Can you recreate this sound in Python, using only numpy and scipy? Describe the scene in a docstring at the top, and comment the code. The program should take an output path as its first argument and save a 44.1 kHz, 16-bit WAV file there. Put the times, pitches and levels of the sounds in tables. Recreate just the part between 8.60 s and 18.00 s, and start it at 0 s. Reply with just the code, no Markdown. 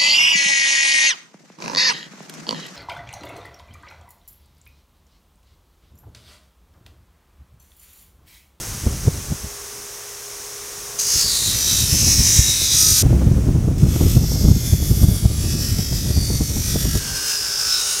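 """A steel strip scrapes on the wire wheel of a bench grinder, pressed on it in three passes.
The same bristles strike once a turn, so the scrape is combed at the wheel speed, which sags under load.
The wheel's draught buffets a lapel microphone: bursts of low rumble and higher flutter over a slow sway.
Beneath lie a workshop hum, the hiss of the wires through the air and the tones of the motor.
The sound runs in three stretches; the wheel turns freely again at the start of the second and third."""
import sys
import numpy as np
from scipy import signal
from scipy.fft import rfft, irfft, next_fast_len
from scipy.io import wavfile
from scipy.ndimage import uniform_filter1d, map_coordinates

SR = 44100
rng = np.random.default_rng(int(sys.argv[2]) if len(sys.argv) > 2 else 0)


def invert_db(level):
    """Linear amplitude ratio for a level in decibels (20 dB per decade), elementwise."""
    return 10 ** (np.asarray(level, dtype=float) / 20)


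def transcribe(u):
    """Save the signal u as a 16-bit wav file named by the first command-line argument.

    u: samples, shape (n,) or (channels, n), limited to [-1, 1]; the rate is SR.
    q: integer samples, one column per channel.
    """
    v = np.clip(np.atleast_2d(u).T, -1, 1)
    q = np.round(v * 32767).astype(np.int16)
    wavfile.write(sys.argv[1], SR, q)


N = 414540
TIME = np.arange(N) / SR


def unit(x):
    """Scaled to rms 1."""
    return x / np.sqrt(np.mean(x ** 2) + 1e-20)


def along(points, hz):
    """Level in dB along (pitch_hz, level_db) points on a log pitch axis, -120 dB outside them."""
    f, v = np.transpose(points)
    return np.interp(np.log(hz + 1), np.log(f + 1), v, left=-120, right=-120)


def curves(rows, t=TIME):
    """One curve for each column after the time."""
    s, *columns = np.transpose(rows)
    return [np.interp(t, s, column) for column in columns]


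def wobble(rate, t=TIME):
    """A smooth random curve with a given rate of knots a second."""
    return map_coordinates(rng.standard_normal(400), [np.clip(t * rate, 0, 398)])


def during(t, start, end, fade):
    """1 between start and end, with soft edges lasting fade seconds."""
    return np.clip(np.minimum(t - start, end - t) / fade + 1 / 2, 0, 1)


def noise(spectrum):
    """Noise of rms 1, coloured by shaping its spectrum."""
    m = next_fast_len(N)
    hz = np.fft.rfftfreq(m, 1 / SR)
    shaped = rfft(rng.standard_normal(m)) * invert_db(along(spectrum, hz))
    return unit(irfft(shaped, m)[:N])


# The three stretches and how the load slows the wheel in each.
# columns: start_s, load_start_s, speed_loss_hz_per_s, growth_of_loss_hz_per_s2
STRETCHES = [(0, 2.42, 2.4, .42), (4.425, 5.4, 4.9, -.65), (8.395, 8.37, 4.6, 0)]


def stretch():
    """Which stretch each sample belongs to."""
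    return np.searchsorted([row[0] for row in STRETCHES], TIME, side="right") - 1


def speed():
    """Turns per second: free until the strip loads the wheel, then sagging."""
    free_hz = 56.7
    _, load_start, loss, growth = np.transpose(STRETCHES)[:, stretch()]
    loaded = np.maximum(TIME - load_start, 0)
    return free_hz - loss * loaded - growth * loaded ** 2


# Level of the workshop at the microphone. columns: time_s, hum_db
WORKSHOP = [(0, -37.5), (.8, -40.5), (1.6, -41.5), (2.7, -38), (4.42, -42.5), (4.43, -39), (5.15, -45.5),
            (5.3, -44), (8.39, -71), (8.4, -37.5), (9.4, -37.5)]
# Colour of the hum. columns: pitch_hz, level_db (per Hz, relative)
HUM_COLOUR = [(20, -32), (60, -45), (150, -42), (400, -1), (650, -5), (1130, -3), (2430, -6), (3300, -9),
              (6000, -11.5), (16200, -16.5)]
# Colour of the hiss of the wires. columns: pitch_hz, level_db (per Hz, relative)
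HISS_COLOUR = [(2000, -58), (3200, -18.5), (4470, -15.5), (5550, -5), (6420, -4.5), (7400, -10.5),
               (8500, -10), (14000, -17.5), (16200, -22)]
# Hiss over the hum, one value for each stretch. column: level_db
HISS_LEVELS = [5.5, -0.5, 6]
# Tones of the motor. columns: pitch_hz, level_db (relative to the whine level)
MOTOR = [(118.4, -10), (409.1, 2), (479.1, -8.5), (522.2, -18), (1098, -11), (1174, -14)]


def idle():
    """Wires hiss through the air over the workshop's hum and the slightly unsteady tones of the motor."""
    tones = np.zeros(N)
    for hz, db in MOTOR:
        loudness = invert_db(db + 0.5 * wobble(3.2))
        tones += loudness * np.sin(2 * np.pi * hz * TIME + 0.5 * wobble(8))
    # the whine, in dB over the hum, comes forward for a while
    whine_db = -15 + 10.2 * during(TIME, 0.78, 2.64, fade=0.37)
    hiss_db = np.array(HISS_LEVELS)[stretch()] + 0.4 * wobble(3.4)
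    hum, hiss = noise(HUM_COLOUR), noise(HISS_COLOUR)
    return invert_db(curves(WORKSHOP)[0]) * (hum + invert_db(hiss_db) * hiss + invert_db(whine_db) * tones)


# Draught on the microphone, before the buffets are added. columns: time_s, rumble_db
DRAUGHT = [(0, -41), (.44, -31), (.74, -43), (.95, -52.5), (1.7, -62.5), (2.4, -51.5), (2.66, -41),
           (3.14, -33.5), (3.42, -23), (4.05, -31), (4.41, -30), (4.43, -16.5), (4.62, -16.5),
           (5.15, -22.5), (5.59, -16.5), (6.13, -25), (6.34, -21.5), (6.77, -23.5), (8.32, -24.5),
           (8.71, -48.5), (9.4, -49.5)]
# Hard buffets on top of it. columns: peak_s, rumble_db, flutter_db
BUFFETS = [(0.095, -23.5, -55), (0.272, -12, -19.5), (0.482, -10, -20), (0.723, -15.5, -23),
           (0.849, -24, -37), (2.563, -26, -47), (2.889, -25, -34), (3.233, -11, -35), (3.335, -17, -38),
           (3.483, -16, -25.5), (3.599, -12.5, -37), (3.798, -8.5, -35), (4.321, -13.5, -42),
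           (4.435, -15, -18), (4.465, -8.5, -22.5), (4.53, -16, -22), (4.62, -21, -19), (4.67, -6, -21),
           (4.869, -14, -21), (4.966, -7.5, -24), (5.085, -11, -20), (5.239, -9, -29), (5.285, -15, -46),
           (5.362, -22, -23), (5.413, -18, -15), (5.467, -8.5, -38), (5.57, -17, -48), (5.761, -19, -25),
           (5.885, -7.5, -23), (5.915, -2.5, -23), (5.964, -14, -36), (6.136, -4.5, -23), (6.228, -12, -28),
           (6.314, -11.5, -34), (6.379, -15, -30), (6.437, -7, -33), (6.491, -6, -29), (6.657, -6, -23),
           (6.943, -13.5, -38), (7.127, -11, -50), (7.508, -17, -24), (7.576, -10.5, -29),
           (7.705, -22, -27), (7.81, -11, -20.5), (7.968, -20, -22), (8.159, -18, -20), (8.256, -17, -23),
           (8.357, -15, -19.5), (8.526, -28, -58)]
# Colour of the rumble, before its flow is evened out. columns: pitch_hz, level_db (per Hz, relative)
RUMBLE_COLOUR = [(25, -16), (40, -6.5), (60, 3.5), (90, 1.5), (130, 0), (190, -7.5), (400, -26), (520, -52)]
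# Colour of the flutter. columns: pitch_hz, level_db (per Hz, relative)
FLUTTER_COLOUR = [(120, -23.5), (220, -3), (300, -2), (450, -9.5), (700, -16.5), (1100, -27.5),
                  (1500, -28.5)]
# Colour of the slow sway. columns: pitch_hz, level_db (per Hz, relative)
SWAY_COLOUR = [(15, -16), (25, -2), (40, 7), (60, 1), (90, -14)]


def draught():
    """Eddies thump the capsule; the hardest ones flutter higher up, while the slow sway beneath changes less."""
    draught_db, = curves(DRAUGHT)
    rumble = invert_db(draught_db)
    flutter = invert_db(-23.5 + 0.6 * draught_db)  # 0.6 dB for each dB of rumble
    # chance buffets: level over the draught, scatter, flutter relative to rumble
    small_db, spread_db, small_flutter_db = 2.5, 2.5, -10.5
    when = rng.random(size=(90, 1)) * TIME[-1]
    size = rng.standard_normal(size=(90, 2))
    levels = curves(DRAUGHT, when)[0] + small_db + spread_db * size + [0, small_flutter_db]
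    small = np.hstack([when, levels])
    for s, rumble_db, flutter_db in [*BUFFETS, *small]:
        near = slice(max(int(s * SR) - 3000, 0), int(s * SR) + 3000)
        away = np.abs(TIME[near] - s)
        rumble[near] += invert_db(rumble_db) * np.exp(-(away / 0.0097) ** 0.96)
        flutter[near] += invert_db(flutter_db) * np.exp(-(away / 0.0049) ** 0.79)
    stream = noise(RUMBLE_COLOUR)
    # an even flow, broken up by the eddies
    stream = stream / np.sqrt(np.abs(uniform_filter1d(stream ** 2, size=1500)) + 0.15)
    eddies = wobble(30)
    low = rumble * unit(invert_db(1.8 * eddies) * stream)
    high = flutter * unit(invert_db(2.13 * eddies) * noise(FLUTTER_COLOUR))
    sway = invert_db(-20) * uniform_filter1d(rumble, size=4000) ** 0.65 * noise(SWAY_COLOUR)
    return low + high + sway


# Tufts of wire spaced evenly round the rim sing while they catch the edge.
# columns: strikes_per_turn, start_s, end_s, level_db (over the other wires, before boost_db is added)
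TUFTS = [(110, 2.38, 2.61, 9), (86, 2.38, 2.72, 8), (96, 2.79, 4.43, 8), (107, 3.6, 4.31, 8),
         (52, 3.62, 3.84, 9), (76, 3.92, 4.43, 10), (25, 4.15, 4.43, 17), (72, 3.04, 3.26, 7),
         (61, 5.17, 5.56, 9), (30, 5.88, 6.16, 9), (117, 7.57, 8.39, 6), (40, 8.05, 8.39, 10),
         (28, 8.3, 9.45, 12), (51, 8.39, 8.67, 9), (49, 8.72, 9.45, 10), (34, 8.8, 9.15, 9),
         (25, 8.9, 9.45, 10), (27, 9.1, 9.45, 9), (76, 8.92, 9.45, 6), (82, 2.38, 2.92, 5),
         (118, 3.98, 4.43, 6), (70, 7.86, 8.39, 7), (92, 7.6, 8.39, 6), (67, 8.8, 9.3, 7),
         (53, 9.2, 9.45, 9)]


def bristles(boost_db):
    """Strikes laid out round the rim; each turn keeps most of the turn before, coarse spacing best of all."""
    rim, count = 1024, 520  # places round the rim, number of turns
    turns = np.cumsum(speed()) / SR
    spacing = rfft(rng.standard_normal((count, rim)))
    alike = 0.97 - 0.09 * np.arange(rim // 2 + 1) / 300
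    for turn in range(1, count):
        spacing[turn] = alike * spacing[turn - 1] + np.sqrt(1 - alike ** 2) * spacing[turn]
    # some spacings stand out for a while
    favoured = uniform_filter1d(rng.standard_normal(spacing.shape), size=16, axis=0)
    spacing = spacing * invert_db(2.48 * unit(favoured))
    seconds = np.interp(np.arange(count) + 1 / 2, turns, TIME)  # middle of each turn
    for order, start, end, db in TUFTS:
        caught = during(seconds, start, end, fade=0.036)
        loudness = invert_db(db + boost_db + 1.5 * wobble(7, seconds))
        phase = wobble(3, seconds) + order
        spacing[:, order] += caught * loudness * np.exp(1j * phase) * np.sqrt(rim)
    # the strip skips once a turn until it seats, in the first two passes
    chatter_db, chatter_s = 2, 0.084
    skipping = np.zeros(N)
    for rows in PASSES[:2]:
        since = TIME - rows[0][0]
        skipping += (since > 0) * np.exp(-np.abs(since) / chatter_s)
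    # the rim is not quite round
    runout = invert_db((0.92 + chatter_db * skipping) * np.cos(2 * np.pi * turns))
    strikes = irfft(spacing).ravel()[(turns * rim).astype(int)]
    loose = 0.22 * rng.standard_normal(N)  # hits that do not repeat
    return runout * (strikes + loose)


# Loudness of each pass of the strip. columns: time_s, scrape_db (before small random wobbles)
PASSES = [
    [(2.388, -24.5), (2.47, -23), (2.54, -18.5), (2.83, -24.5), (3.12, -19.5), (3.28, -22), (3.46, -16.5),
     (3.85, -16.5), (3.98, -22.5), (4.25, -15), (4.425, -19.5)],
    [(5.18, -42.5), (5.36, -34.5), (5.75, -29.5), (6.1, -32.5), (6.75, -34.5), (7.05, -28.5), (7.55, -32),
     (7.9, -29.5), (8.395, -30)],
    [(8.395, -35.5), (8.67, -26), (8.9, -24), (9.4, -23.5)],
]
# Colour of each pass. columns: pitch_hz, level_db (per Hz, relative)
COLOURS = [
    [(530, -64), (900, -27.5), (3260, -16.5), (3820, -12.5), (4570, -11.5), (6110, -3.5), (7490, -10),
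     (14500, -18), (16000, -26)],
    [(710, -28), (1200, -12), (3080, -8), (3470, -6), (3950, -7), (5650, 1.5), (9720, -7.5), (11800, -7),
     (16000, -13.5)],
    [(410, -52), (700, -40), (1230, -10.5), (1520, -6.5), (2130, -21), (2730, -8), (3280, -11), (4430, -6),
     (5260, 1), (16000, -18)],
]
# Ways the strip rings. columns: pitch_hz, width_hz, level_db (over the colour)
STRIP = [(1230, 92, -7), (1630, 110, 6.5), (2620, 470, 3), (3480, 200, 7.5), (3850, 440, 9.5),
         (4570, 440, 7.5), (4910, 330, 7), (5310, 400, 6), (5780, 530, 4.5), (6540, 660, 6), (7000, 217, 5),
         (9030, 1400, 5.5), (10160, 360, 10), (11500, 600, 4), (12120, 570, 10), (13300, 390, 3)]
# For each way of ringing, the spans while the grip lets it ring. columns: start_s, end_s
GRIP = [
    [(4.15, 4.5)],
    [(8.3, 9.2)],
    [(3.3, 3.85), (5.2, 5.6), (8.4, 8.65), (9.05, 9.5)],
    [(5.1, 5.46), (5.85, 6.66), (7.9, 8.39), (8.9, 9.2)],
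    [(2.68, 2.96), (3.04, 3.26), (3.85, 4.16), (9.1, 9.5)],
    [(2.6, 2.76), (7.55, 7.9)],
    [(2.3, 2.7), (3, 3.2), (4.05, 4.5), (5.6, 5.85), (6.8, 7.4), (8.75, 9.1)],
    [(2.5, 2.63), (3.25, 3.7), (4.2, 4.4), (5.6, 6.4), (6.9, 7.3), (8.75, 9.25)],
    [(3, 3.2), (3.4, 3.98), (4.1, 4.35), (5.6, 5.9), (7.7, 8.39), (8.55, 9.5)],
    [(2.3, 2.62), (3.35, 3.55), (3.66, 3.9), (4.05, 4.3), (9.2, 9.5)],
    [(3.66, 3.9), (7.3, 8)],
    [(2.7, 2.9), (4.15, 4.5), (7.6, 8.39), (9.2, 9.5)],
    [(6, 6.95), (9.2, 9.5)],
    [(5.9, 7.6)],
    [(4.15, 4.5), (5.3, 6.55), (7.7, 8.39)],
    [(5.4, 6.6)],
]


def scrape():
    """Bristle strikes ring the strip; patches of the hiss swell and fade at random."""
    frame = 512  # samples
    hz, t, strikes = signal.stft(bristles(boost_db=-2), SR, nperseg=frame)
    f, out = hz[:, None], np.zeros(N)
    body = 0
    for (centre, width, db), spans in zip(STRIP, GRIP):
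        peak = db / (1 + ((f - centre) / width * 2) ** 2)
        for span in spans:
            body = body + peak * during(t, *span, fade=0.088)
    main = (hz > 4400) & (hz < 7500)  # the band that sets the loudness
    for rows, colour in zip(PASSES, COLOURS):
        patches = uniform_filter1d(rng.standard_normal(strikes.shape), size=3, axis=0)
        patches = uniform_filter1d(patches, size=50, axis=1)
        gain = invert_db(along(colour, f) + body + 1.63 * unit(patches))
        gain = gain / np.sqrt(np.sum(gain[main] ** 2, axis=0) / len(hz))
        sound = signal.istft(strikes * gain, SR, nperseg=frame)[1][:N]
        touching = during(TIME, rows[0][0], rows[-1][0], fade=0.002)
        level_db = curves(rows)[0] + 0.78 * wobble(20) + 0.96 * wobble(30)
        out += touching * invert_db(level_db) * sound
    return out


def scene():
    """One microphone feeds both channels."""
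    return np.tile(idle() + draught() + scrape(), (2, 1))


def roll_off(x):
    """The treble ends steeply here."""
    return signal.sosfilt(signal.butter(12, 15900, fs=SR, output="sos"), x)


def record(dry):
    """Gain control ducks just after each loud thump; peaks are rounded off at full scale."""
    memory_s, delay_s, knee_db = 0.01, 0.0108, -5.0
    forget = 1 / (memory_s * SR)
    heard = signal.lfilter([forget], [1, forget - 1], dry ** 2)
    late = np.pad(heard, ((0, 0), (int(delay_s * SR), 0)))[:, :N]
    ducked = dry / (1 + late / invert_db(knee_db) ** 2) ** 0.49
    rounded = ducked / (1 + np.abs(ducked) ** 10) ** (1 / 10)
    return roll_off(rounded)


dry = scene()
out = record(dry)
transcribe(out)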